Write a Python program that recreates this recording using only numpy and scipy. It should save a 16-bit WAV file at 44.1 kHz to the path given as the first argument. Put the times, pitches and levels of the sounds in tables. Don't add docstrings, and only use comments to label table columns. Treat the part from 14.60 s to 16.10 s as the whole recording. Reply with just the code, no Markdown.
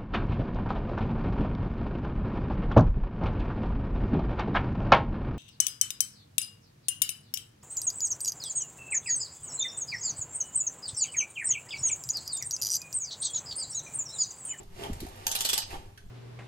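import sys
import numpy as np
from scipy import signal
from scipy.io import wavfile
from scipy.ndimage import uniform_filter1d

SR = 44100
rng = np.random.default_rng(int(sys.argv[2]) if len(sys.argv) > 2 else 0)


def ratio(d):
    e = np.asarray(d, float) / 20
    return 10 ** e


def store_wav(level_fs):
    pcm = np.round(np.clip(np.atleast_2d(level_fs), -1, 1) * 32767)
    wavfile.write(sys.argv[1], SR, pcm.T.astype(np.int16))


N = 66150

TOP_BAND_HZ = 14400
WIDE_HZ = 600


def evened(x):
    return x / np.sqrt(np.mean(x ** 2) + 1e-20)


def read(points, hz):
    f, value = np.transpose(points)
    return np.interp(np.log(hz + 1), np.log(f + 1), value)


def add(mix, start_s, sound):
    part = mix[round(start_s * SR):][:len(sound)]
    part += sound[:len(part)]


def colour(x, points, scale=1):
    db = np.maximum(scale * read(points, abs(np.fft.fftfreq(4096, 1 / SR))), -100)
    log = db * np.log(10) / 20
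    taps = np.fft.ifft(np.exp(log - 1j * signal.hilbert(log).imag)).real[:2048]
    return signal.fftconvolve(x, taps)[:len(x)]


def band(x, lo_hz, hi_hz):
    return signal.sosfilt(signal.butter(2, [lo_hz, hi_hz], "band", fs=SR, output="sos"), x)


def ring(x, modes):
    t = np.arange(SR // 3) / SR
    body = sum(ratio(db - 60 * t / t60) * np.sin(2 * np.pi * hz * t) for hz, db, t60 in modes)
    return signal.fftconvolve(x, body / np.linalg.norm(body))[:len(x)]


def clicks(size, per_s, spread_db):
    chance = rng.random(size)
    extra = rng.exponential(1, size)
    sign = rng.choice([-1., 1.], size)
    return evened((chance < per_s / SR) * sign * ratio(spread_db * np.minimum(extra, 4)))


def air():
    # pitch in Hz, likeness from 0 to 1.
    likeness = [(30, 0.91), (200, 0.78), (700, 0.26), (2000, 0.071), (10000, 0.1)]
    # pitch in Hz, level in dB per Hz.
    air_tone = [(15, 21.5), (35, -21), (85, -3), (160, 5), (350, -16.5), (1000, -16), (4000, -20.5),
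                (15000, -29)]
    hum_hz, hum_width_hz, hum_db, air_db = 92.4, 31.4, -54.5, -49.5

    frames, hz = N // 256 + 5, np.fft.rfftfreq(1024, 1 / SR)
    a, b, c, d, patches = rng.standard_normal((frames, 513, 5)).T
    patches = evened(uniform_filter1d(uniform_filter1d(patches, 12, 0), 14, 1))
    same = np.clip(read(likeness, hz), -1, 1)[:, None]
    left = a + 1j * b
    right = same * left + np.sqrt(1 - same ** 2) * (c + 1j * d)
    spectrum = np.array([left, right]) * ratio(read(air_tone, hz)[:, None] + 2.1 * patches)
    wash = signal.istft(spectrum, nperseg=1024, noverlap=768)[1][:, :N]
    hum = band(rng.standard_normal(N), hum_hz - hum_width_hz / 2, hum_hz + hum_width_hz / 2)
    return ratio(air_db) * evened(wash) + ratio(hum_db) * evened(hum)


def bumps():
    # centre in seconds, level in dB, length in seconds, shake in Hz, push (1) or pull (-1).
    pushes = [(.3022, -27.5, .015, 230, 1), (.316, -30, .018, 20, 1), (.3235, -29, .007, 20, -1),
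              (.3345, -29, .011, 20, -1), (.352, -36, .03, 50, 1), (.372, -37, .018, 90, -1),
              (.412, -38, .03, 40, 1), (.422, -30, .008, 150, 1), (.4325, -31, .013, 330, -1),
              (.44, -31, .012, 30, -1), (.4515, -33, .009, 260, 1), (.48, -38, .03, 60, -1),
              (1.11, -43, .06, 80, 1), (1.135, -44, .03, 350, -1), (1.2, -43, .05, 95, 1),
              (.24, -42, .05, 95, 1)]
    out = np.zeros(N)
    for centre_s, db, length_s, hz, sign in pushes:
        t = np.arange(-length_s / 2, length_s / 2, 1 / SR)
        swing = np.cos(np.pi * t / length_s) ** 2
        add(out, centre_s - length_s / 2, sign * ratio(db) * swing * np.cos(2 * np.pi * hz * t))
    return out


def ticks():
    # time in seconds, peak in dB, pitch in Hz, hiss against the note in dB.
    grit = [(0.03, -63, 4960, 6.5), (.197, -50, 2870, -10), (.236, -41.5, 3130, -3.5),
            (0.3312, -48, 7560, 3), (0.365, -66, 11200, 9), (0.4033, -50, 4070, 10), (.4655, -41, 730, -9),
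            (0.487, -62, 12100, 12.5), (.526, -59, 3500, 0), (0.558, -58, 11700, 0), (1.11, -49, 2700, -6),
            (1.11, -49, 1800, -20), (1.139, -48, 3100, -8), (1.14, -50, 930, -15), (1.376, -48, 1660, -12),
            (1.375, -57, 2750, -12), (1.3748, -56, 3350, -8), (1.376, -57, 4400, -10),
            (1.377, -58, 5700, -10), (1.376, -59, 9500, -10)]
    fade_s, louder_db = 0.059, 1
    out, t = np.zeros(N), np.arange(SR // 8) / SR
    for s, db, hz, hiss_db in grit:
        a, b = rng.standard_normal((2, len(t)))
        note = evened(band(a, hz * .93, hz * 1.08))
        hiss = ratio(hiss_db) * evened(band(b, 1500, 16000))
        fade = np.minimum(t / .0015, 1) * ratio(db + louder_db - 60 * t / fade_s)
        add(out, s - .001, fade * (note + hiss))
    return out


def rasp():
    # time in seconds, effort in dB, brightness in dB, bolt share in dB.
    pull = [(0, -49, -3, -5), (.06, -68.5, -5, -6.5), (0.157, -68, 18, -5), (0.195, -52.5, 9.5, 0.5),
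            (0.244, -41, 1, -12.5), (.28, -45, -2, -12), (.36, -54, 1.5, -13.5), (0.443, -64, 19.5, 2),
            (.5, -57, 5, -13.5), (0.638, -55, 8, -14), (.7, -68, 26.5, -19.5), (0.999, -67, 28.5, -12.5),
            (1.07, -61.5, 0, -27), (1.111, -56, 16.5, -8.5), (1.144, -43.5, 2, -20), (1.199, -56.5, 2, -13),
            (1.3, -60.5, -3, -14.5), (1.5, -83.5, 1, 9)]
    # pitch in Hz, width in Hz, level in dB.
    bolt_notes = [(404, 30, 0), (440, 40, -5), (560, 40, -10), (685, 22, -7)]
    # pitch in Hz, width in Hz, level in dB.
    flange_notes = [(525, 70, -1), (700, 30, -7), (800, 30, -3), (895, 55, -1), (1150, 120, -6),
                    (1830, 120, -12), (2830, 160, -10)]
    # pitch in Hz, level in dB per Hz.
    rust_tone = [(60, -11), (110, 1), (220, -8), (450, -11), (1200, -12), (2800, -14.5), (12000, -24.5),
                 (16000, -31.5)]
    base_bolt_db, base_flange_db, grind_db = 6, -11, -5

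    t = np.arange(N) / SR
    s, effort_db, bright_db, bolt_db = np.transpose(pull)
    bolt_db = np.interp(t, s, bolt_db)
    slips = clicks(N, per_s=1500, spread_db=3)
    bolt = evened(ring(slips, [(hz, db, 2.2 / width) for hz, width, db in bolt_notes]))
    flange = evened(ring(slips, [(hz, db, 2.2 / width) for hz, width, db in flange_notes]))
    grind = evened(colour(slips + .8 * rng.standard_normal(N), rust_tone))

    both = ratio(base_bolt_db + bolt_db) * bolt + ratio(base_flange_db - bolt_db / 2) * flange
    both = both + ratio(grind_db) * grind
    low = band(both, 60, 1200)
    high = ratio(np.interp(t, s, bright_db)) * band(both, 1200, 17000)
    return ratio(np.interp(t, s, effort_db)) * (low - high)


def rattle(stretch):
    rise_s, fade_s, bounce_s, bounce_db = .0025, .034, .009, -9
    t = np.arange(SR // 3) / SR

    def landing(u):
        rise = np.clip(u / rise_s / stretch ** 1.6, 0, 1)
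        return rise * ratio(-60 * np.maximum(u, 0) / fade_s / stretch)

    chatter = clicks(len(t), per_s=7000, spread_db=2.5)
    bounce = ratio(bounce_db) * landing(t - bounce_s * rng.uniform(.8, 1.2))
    return chatter * (landing(t) + bounce) / stretch ** .5


def tooth(peak_db, pipe_db, head_db, sizzle_db, low_hz, high_hz, note_db, shaft_db, stretch):
    # pitch in Hz, level in dB, time to fade by 60 dB in seconds.
    pipe_modes = [(697, -5, .1), (790, 0, .12), (900, -1, .13), (1580, -2, .07), (1760, 0, .09)]
    # pitch in Hz, level in dB, fade time in seconds.
    handle_modes = [(2330, -8, .08), (2620, -6, .05), (2978, -5, .18), (3155, -8, .08), (3405, -4, .12),
                    (3450, -1, .08), (3545, -4, .06), (3838, -6, .1), (4070, -5, .08), (4350, -5, .05),
                    (4600, -9, .05), (4920, -9, .1), (5185, -6, .09)]
    # pitch in Hz, level in dB, fade time in seconds.
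    head_modes = [(5800, -3, .04), (6330, -2, .035), (6900, -4, .03), (7400, -4, .04), (7890, -3, .03),
                  (8110, 1, .04), (8256, -2, .07), (8330, -4, .05), (8400, -3, .05), (8810, -3, .035)]
    # pitch in Hz, level in dB, fade time in seconds.
    shaft_modes = [(2978, -7, .3), (3408, -9, .18), (4858, 0, .26), (4895, -9, .2), (8256, -12, .12)]
    # pitch in Hz, level in dB per Hz.
    crack_tone = [(400, -14), (900, 14), (1400, -33.5), (2300, 5.5), (3400, 4), (8200, 1), (13800, -0.5),
                  (16000, -34)]
    grip_db, favour_db = 3, 3
    note_fade_s, louder_db = .011, 1.5

    t = np.arange(SR // 3) / SR
    drive = rattle(stretch)
    crack = colour(drive, crack_tone)
    crack = crack * np.linalg.norm(drive) / np.linalg.norm(crack)
    out = ratio(note_db) * ring(drive, [(low_hz, 0, note_fade_s), (high_hz, 0, note_fade_s)])
    out = out + ratio(sizzle_db) * band(crack, 9000, 17000)

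    # modes, level dB, lowest Hz, highest Hz, sign of the crack, ring against the crack dB
    bodies = [(pipe_modes, pipe_db, 550, 2000, 1, -5.5),
              (handle_modes, 0, 2000, 5500, 1, -7.5),
              (head_modes, head_db, 5500, 9000, -1, -7.5)]
    for modes, body_db, lo, hi, sign, ring_db in bodies:
        held = []
        for hz, db, t60 in modes:
            favour = favour_db * (abs(hz - low_hz) < 30)
            held.append((hz, db + grip_db * rng.standard_normal() + favour, t60))
        out = out + ratio(body_db) * (sign * band(crack, lo, hi) + ratio(ring_db) * ring(drive, held))

    shaft = sum(ratio(db - 60 * t / t60) * np.sin(2 * np.pi * (hz * t + rng.random()))
                for hz, db, t60 in shaft_modes)
    return ratio(peak_db + louder_db) * (out + ratio(shaft_db) * np.minimum(t / .005, 1) * shaft)


def tool():
    # start in seconds, peak in dB, then shares of pipe, head and sizzle in dB.
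    drops = [
        (.666, -26, -1, 3.5, 3),
        (0.7135, -29.5, 1, 8.5, 3),
        (.7508, -23, -10, -7.5, 6),
        (0.805, -26.5, -16, 6, 5.5),
        (.847, -21.5, -17, 1, 2.5),
        (0.8874, -22, -47, 2.5, 3),
        (.930, -23, -23, 6.5, 4),
        (.976, -24, -6, 2, 5),
        (1.017, -32, -17, -24, -15),
        (0.787, -42.5, -17, 17, -2),
    ]
    # low note in Hz, high note in Hz, notes in dB, shaft ring in dB,
    # stretch of the rattle in times.
    seats = [(6250, 12500, 0, -32, .9), (3500, 11000, -3, -30, 1.1), (4200, 9800, -3, -24, 1.0),
             (3500, 6400, -2, -28, 1.2), (4300, 8000, -3, -25, 1.5), (3450, 8250, -1, -27, 1.5),
             (3420, 8150, 2, -27, 1.1), (4860, 8250, -4, -18, 1.1), (4860, 3000, -8, -22, 1.8),
             (9300, 5000, -8, -30, 1.0)]
    out = rasp() + ticks()
    for (start_s, *drop), seat in zip(drops, seats):
        add(out, start_s, tooth(*drop, *seat))
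    return out


def space(near, apart):
    # pitch in Hz, time to fade by 60 dB in seconds.
    garage_fade = [(300, 0.18), (1500, 0.19), (4000, 0.31), (12000, 0.22)]
    # pitch in Hz, left minus right in dB.
    side_lean = [(500, 0), (950, -1), (2400, -5), (4500, 0), (8000, -3), (12000, .6)]
    room_db, apart_db, right_lag = -4.5, -4, 19

    t = np.arange(SR * 2 // 3) / SR
    noise = rng.standard_normal((2, len(t))) * np.minimum(t / 0.0074, 1)
    hz, s, z = signal.stft(noise, SR, nperseg=256)
    tail = signal.istft(z * ratio(-60 * s / read(garage_fade, hz)[:, None]), SR, nperseg=256)[1]
    tail = ratio(room_db) * tail / np.linalg.norm(tail[0])
    mid = tail.mean(0)
    side = band((tail[0] - tail[1]) / 2, WIDE_HZ, 13000)
    wet = signal.fftconvolve(near[None], np.array([mid + side, mid - side]), axes=1)[:, :N]

    apart = ratio(apart_db) * band(apart, WIDE_HZ, 17000)
    left = near + apart + wet[0]
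    right = np.roll(near - apart, right_lag) + wet[1]
    return np.array([colour(left, side_lean, .5), colour(right, side_lean, -.5)])


def scene():
    duck_from_db, duck_share = -36, 0.45
    work = space(tool(), tool())
    power_db = 10 * np.log10(abs(uniform_filter1d((work ** 2).mean(0), size=6000)) + 1e-12)
    return work + bumps() + air() * ratio(-duck_share * np.maximum(power_db - duck_from_db, 0))


def starve(x):
    busy_db, hole_share, hole_from_hz = -40, .13, 2000
    thin_hz, thin_db, whim_db = 13200, -5, 2.5

    hz, s, z = signal.stft(x, SR, nperseg=256, noverlap=192)
    power = (abs(z) ** 2).mean(0)
    blocks = np.arange(len(s)) // 8 * 8 + 4
    rows = np.arange(len(hz)) // 3 * 3 + 1
    cells = uniform_filter1d(uniform_filter1d(power, size=3, axis=0), size=8, axis=1)
    cells = cells[np.minimum(rows, len(hz) - 1)][:, np.minimum(blocks, len(s) - 1)]

    recent = signal.lfilter(np.ones(30) / 30, 1, power[hz > hole_from_hz].sum(0))
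    recent = recent[np.minimum(blocks - 4, len(s) - 1)]
    in_range = (hz > hole_from_hz) & (hz < TOP_BAND_HZ)
    busy = (recent > ratio(2 * busy_db)) & in_range[:, None]

    usual = uniform_filter1d(power.mean(1), size=15) + 1e-20
    whim = rng.standard_normal((len(hz) + 2, len(s) + 8))[rows][:, blocks]
    chance = ratio(2 * thin_db * (hz > thin_hz)[:, None] + 2 * whim_db * whim)
    under = cells / (recent + 1e-20) / usual[:, None] * chance
    holes = busy & (under < np.quantile(under[busy], hole_share))
    return signal.istft(z * ~holes, SR, nperseg=256, noverlap=192)[1][:, :N]


def below(x, hz):
    taps = signal.firwin(401, hz, window=("kaiser", 8), fs=SR)
    return signal.oaconvolve(x, taps[None], "same")


def band_limit(x):
    return signal.sosfilt(signal.butter(12, 16270, fs=SR, output="sos"), x)


def record(dry):
    gate_db = -53
    low = below(dry, TOP_BAND_HZ)
    top = below(dry, 16300) - low
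    loud = np.sqrt(abs(uniform_filter1d((top ** 2).mean(0), size=128))) > ratio(gate_db)
    gate = uniform_filter1d(loud * 1., size=128)
    return band_limit(starve(low + top * gate))


dry = scene()
out = record(dry)
store_wav(out)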